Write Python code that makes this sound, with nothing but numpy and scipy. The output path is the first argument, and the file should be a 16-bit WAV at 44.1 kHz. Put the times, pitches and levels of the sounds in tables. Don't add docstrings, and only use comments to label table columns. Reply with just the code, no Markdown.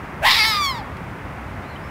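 import sys
import numpy as np
from scipy import signal
from scipy.fft import rfft, irfft
from scipy.io import wavfile
from scipy.ndimage import uniform_filter1d, map_coordinates

SR = 44100
rng = np.random.default_rng(int(sys.argv[2]) if len(sys.argv) > 2 else 0)


def bounce(signal):
    frames = np.transpose(np.atleast_2d(signal))
    limited = np.clip(frames, -1, 1)
    pcm = np.round(limited * 32767).astype(np.int16)
    wavfile.write(sys.argv[1], SR, pcm)


N = 83790
T = np.arange(N) / SR

# f/Hz, level/dB
WIND_EQ = [(28, -21), (47, -6.5), (66, 4), (85, 1), (150, -1), (260, -6.5), (450, -11.5), (850, -10),
           (1200, -11), (2100, -15.5), (3800, -34.5), (7000, -42), (15500, -47)]
# t/s, f/Hz, level/dB
WHOOP_SWEEP = [(0.213, 540, -44), (0.238, 729, -21.5), (0.261, 904, -14.5), (.281, 963, -24),
               (0.33, 1010, -28)]
# t/s, level/dB
BURST_ENV = [(.218, -47), (.236, -23.5), (.272, -12), (.30, -19.5), (.38, -41)]
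RASP_ENV = [(.22, -55), (.25, -28), (.272, -19.5), (.298, -18.5), (.311, -12.5), (.325, -16.5),
            (.38, -17.5), (.41, -28), (.428, -34), (.452, -19), (.48, -43), (.515, -34), (.555, -31.5),
            (.60, -44)]
# f/Hz, level/dB
BURST_EQ = [(400, -22), (800, -7), (1150, -14), (1480, -16), (1750, -4.5), (2000, 2), (2350, -11.5),
            (3300, -6), (4200, -27.5), (13000, -30.5)]
RASP_EQ = [(200, -23.5), (600, -35), (780, -12.5), (950, -5.5), (1200, -3.5), (1500, -14), (1850, 1),
           (2300, -0.5), (3050, -5), (3750, 5), (4400, -3), (5050, -1.5), (5600, -10.5), (6200, -19.5),
           (10000, -24), (13000, -20), (16000, -27)]
# t/s, f/Hz
FOLD_PITCH = [(.33, 1370), (.39, 1346), (.42, 1279), (.44, 1293), (.472, 1346), (.505, 1303), (.535, 1243),
              (.604, 1184), (.66, 1117), (.708, 1060), (.72, 1015), (.765, 925), (.775, 916), (.815, 767)]
# t/s, jitter/share of pitch
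FOLD_JITTER = [(.33, .043), (.38, 0.0234), (.405, 0.011), (.43, 0.013), (.452, 0.034), (.475, 0.0028),
               (.56, 0.013), (.61, .002), (.69, 0.0094), (.78, 0.026)]
# t/s, level/dB
ROOT_ENV = [(.3, -83), (.39, -25), (.485, -30.5), (.53, -24), (.61, -19.5), (.65, -25.5), (.69, -24.5),
            (.73, -31), (.795, -35.5), (.83, -43)]
OVERTONE_ENV = [(.33, -31), (.40, -23.5), (.455, -27), (.472, -19), (.52, -23.5), (.58, -28.5), (.655, -25),
                (.70, -29), (.745, -39), (.78, -42), (.82, -59)]
BUZZ_ENV = [(.33, -40), (.383, -20), (.394, -20.5), (.455, -19), (.48, -21.5), (.53, -27), (.58, -33.5),
            (.625, -49)]
RING_ENV = [(.38, -58), (.393, -17), (.428, -19), (.452, -34)]
# f/Hz, level/dB
OVERTONE_EQ = [(1900, -1), (2350, -2), (2560, -17), (2750, -17), (3300, 0.5), (3650, -3), (4550, -2),
               (5100, -1), (5420, -10), (5800, -12.5), (6200, -27), (6650, -17.5), (7900, -28), (9000, -33),
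               (13700, -31), (15500, -31)]
BUZZ_EQ = [(440, -26), (860, -4), (1750, -2.5), (2170, 5.5), (2500, -10), (3100, -3.5), (3500, -4),
           (4300, 0), (4800, -2), (5600, -7.5), (6800, -36), (8200, -24.5), (12500, -20.5), (16000, -46)]
# start t/s, length/s, first f/Hz, middle f/Hz, last f/Hz, level/dB, waver/share of pitch
BIRD_NOTES = [(1.605, 0.18, 3300, 4320, 3720, -53.5, 0.023), (1.758, 0.013, 2950, 3050, 3170, -41, .015),
              (1.784, .125, 4400, 5280, 5270, -58.5, 0.0068)]

JITTER_HZ, TOP_HZ = 320.5, 15750


def amp(db):
    return 10 ** (np.asarray(db) / 20)


def unit(x):
    return x / np.sqrt(np.mean(x ** 2) + 1e-20)


def curve(points):
    return np.interp(T, *np.transpose(points))


def envelope(points):
    return amp(np.interp(T, *np.transpose(points), left=-np.inf, right=-np.inf))


def wander(hz):
    rolloff = 1 + (np.fft.rfftfreq(N, 1 / SR) / hz) ** 4
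    return unit(irfft(rfft(rng.standard_normal(N)) / rolloff, N))


def eq(x, points, size=8192):
    hz, db = np.transpose(points)
    bin_hz = abs(np.fft.fftfreq(size, 1 / SR))
    log_gain = np.log(amp(np.interp(np.log(bin_hz + 1), np.log(hz), db)))
    taps = np.fft.ifft(np.exp(np.conj(signal.hilbert(log_gain)))).real[:size // 2]
    return signal.fftconvolve(x, taps)[:N]


def resonate(x, hz, width_hz):
    carrier = np.exp(2j * np.pi * np.cumsum(hz * np.ones(N)) / SR)
    pole = np.exp(-np.pi * width_hz / SR)
    baseband = signal.lfilter([(1 - pole) ** 2], [1, -2 * pole, pole * pole], x / carrier)
    return unit((carrier * baseband).real)


def wind(rumble_top_hz=224, buffet_db=1):
    air = eq(rng.standard_normal(N), WIND_EQ)
    rumble = signal.sosfiltfilt(signal.butter(2, rumble_top_hz, fs=SR, output="sos"), air)
    rush = air - rumble
    return unit(rush + rumble * amp(buffet_db * wander(hz=3.2)))


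def fold_slaps(rate_hz=1048.8, jitter=.33, spread_db=2.5, air=0.72, puff_cycles=0.48):
    turns = np.cumsum(rate_hz * np.exp(jitter * wander(rate_hz))) / SR
    cycle = turns.astype(int)
    force = amp(spread_db * np.clip(rng.standard_normal(N), -2, 2))[cycle]
    pulses = np.diff(cycle, prepend=0)
    puffs = np.exp(-(turns % 1) / puff_cycles) * rng.standard_normal(N)
    return air * unit(force * puffs) - unit(force * pulses)


def whoop(width_hz=195, squash=9.3):
    times, sweep_hz, db = np.transpose(WHOOP_SWEEP)
    hz = np.interp(T, times, sweep_hz)
    ring = resonate(fold_slaps(), hz, width_hz)
    limited = ring / (1 + squash * abs(signal.hilbert(ring)))
    return resonate(limited, hz, 2 * width_hz) * envelope(np.transpose([times, db]))


def rasp(opening_s=(.215, .268), shut_speed=.74):
    position = np.cumsum(np.interp(T, opening_s, [shut_speed, 1]))
    dark = map_coordinates(unit(eq(fold_slaps(), BURST_EQ)), [position])
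    bright = map_coordinates(unit(eq(fold_slaps(), RASP_EQ)), [position])
    return dark * envelope(BURST_ENV) + bright * envelope(RASP_ENV)


def ground_scatter(x, wet_db=-23, t60_s=0.94, build_s=0.0086, top_hz=1820):
    tail = rng.standard_normal(N) * amp(-60 * T / t60_s) * (1 - np.exp(-T / build_s))
    tail = signal.sosfilt(signal.butter(2, top_hz, fs=SR, output="sos"), tail)
    return amp(wet_db) * signal.fftconvolve(x, tail / np.linalg.norm(tail))[:N]


def jittered(hz):
    return hz * (1 + curve(FOLD_JITTER) * wander(JITTER_HZ))


def fold_partials(hz, phase, period=3, count=41, smear_rad=1.06, swell_db=4, swell_hz=19.74):
    offsets = smear_rad * rng.standard_normal(count)
    swells = swell_db * rng.standard_normal((count, count))
    unrest = wander(JITTER_HZ)
    root, overtones, buzz = np.zeros((3, N))
    for k in range(1, count):
        partial_hz = k * hz / period
        height = partial_hz / 12000
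        blur = height ** 3 * np.roll(unrest, k * N // count)
        partial = np.cos(k * phase / period + offsets[k] + blur) * (partial_hz < TOP_HZ)
        if k > 2 * period:
            partial *= amp(height * np.interp(T * swell_hz, np.arange(count), swells[k]))
        if k % period:
            buzz += partial
        elif k == period:
            root += partial
        else:
            overtones += partial
    return root, overtones, buzz


def voice(air_db=-17, shimmer=0.093, flutter=0.087, tiring_s=(0.23, 0.716)):
    hz = jittered(curve(FOLD_PITCH))
    phase = 2 * np.pi * np.cumsum(hz) / SR
    root, overtones, buzz = fold_partials(hz, phase)
    top = eq(overtones, OVERTONE_EQ) + sidebands(phase) + amp(air_db) * rng.standard_normal(N)
    whine = root * envelope(ROOT_ENV) + top * envelope(OVERTONE_ENV)
    growl = unit(eq(buzz, BUZZ_EQ)) * envelope(BUZZ_ENV)
    tiring = np.interp(T, tiring_s, [0, 1])
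    shake = np.exp(shimmer * wander(JITTER_HZ) + flutter * tiring * wander(hz=69))
    return shake * (whine + growl + throat_ring(root + overtones, buzz))


def sidebands(fold_phase, whistle_hz=5130, gain_db=-25.5):
    whistle_phase = 2 * np.pi * np.cumsum(jittered(whistle_hz)) / SR
    pairs = ((1, 2), (1, 3), (2, 2))
    return amp(gain_db) * sum(np.cos(m * whistle_phase + k * fold_phase) / m for m, k in pairs)


def throat_ring(harmonics, buzz, low_hz=2274, width_hz=560, slide_hz=(4870, 3900), high_db=-4.5):
    low = resonate(harmonics + buzz, low_hz, width_hz)
    high_hz = np.interp(T, [RING_ENV[0][0], RING_ENV[-1][0]], slide_hz)
    high = amp(high_db) * resonate(buzz, high_hz, 2 * width_hz)
    return (low + high) * envelope(RING_ENV)


def tick(start_s=0.97, gain_db=-41.5, decay_s=0.0012, hz=4230):
    decay = np.exp(-abs(T - start_s) / decay_s) * (T > start_s)
    return amp(gain_db) * resonate(rng.standard_normal(N), hz, 2 * hz) * decay


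def bird(flicker_db=3):
    song = np.zeros(N)
    for start, length, first, middle, last, db, waver in BIRD_NOTES:
        progress = np.clip((T - start) / length, 0, 1)
        hz = np.interp(progress, [0, .5, 1], [first, middle, last]) * (1 + waver * wander(JITTER_HZ))
        arch = np.sqrt(abs(np.sin(np.pi * progress)))
        song += amp(db) * arch * np.sin(2 * np.pi * np.cumsum(hz) / SR)
    return song * amp(flicker_db * wander(hz=50))


def scene(fox_db=3.5, wind_db=-32):
    fox = amp(fox_db) * (whoop() + rasp() + voice())
    mix = fox + ground_scatter(fox) + amp(wind_db) * wind() + bird() + tick()
    return np.tile(mix, (2, 1))


def record(dry, threshold_db=-26, slope=0.21, window_s=0.015):
    power = abs(uniform_filter1d(dry[0] ** 2, int(window_s * SR)))
    over_db = np.maximum(10 * np.log10(power + 1e-12) - threshold_db, 0)
    ducked = dry * amp(-slope * over_db)
    lowpass = signal.firwin(601, TOP_HZ, window=("kaiser", 9), fs=SR)
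    return signal.oaconvolve(ducked, lowpass[None], "same", axes=1)


dry = scene()
out = record(dry)
bounce(out)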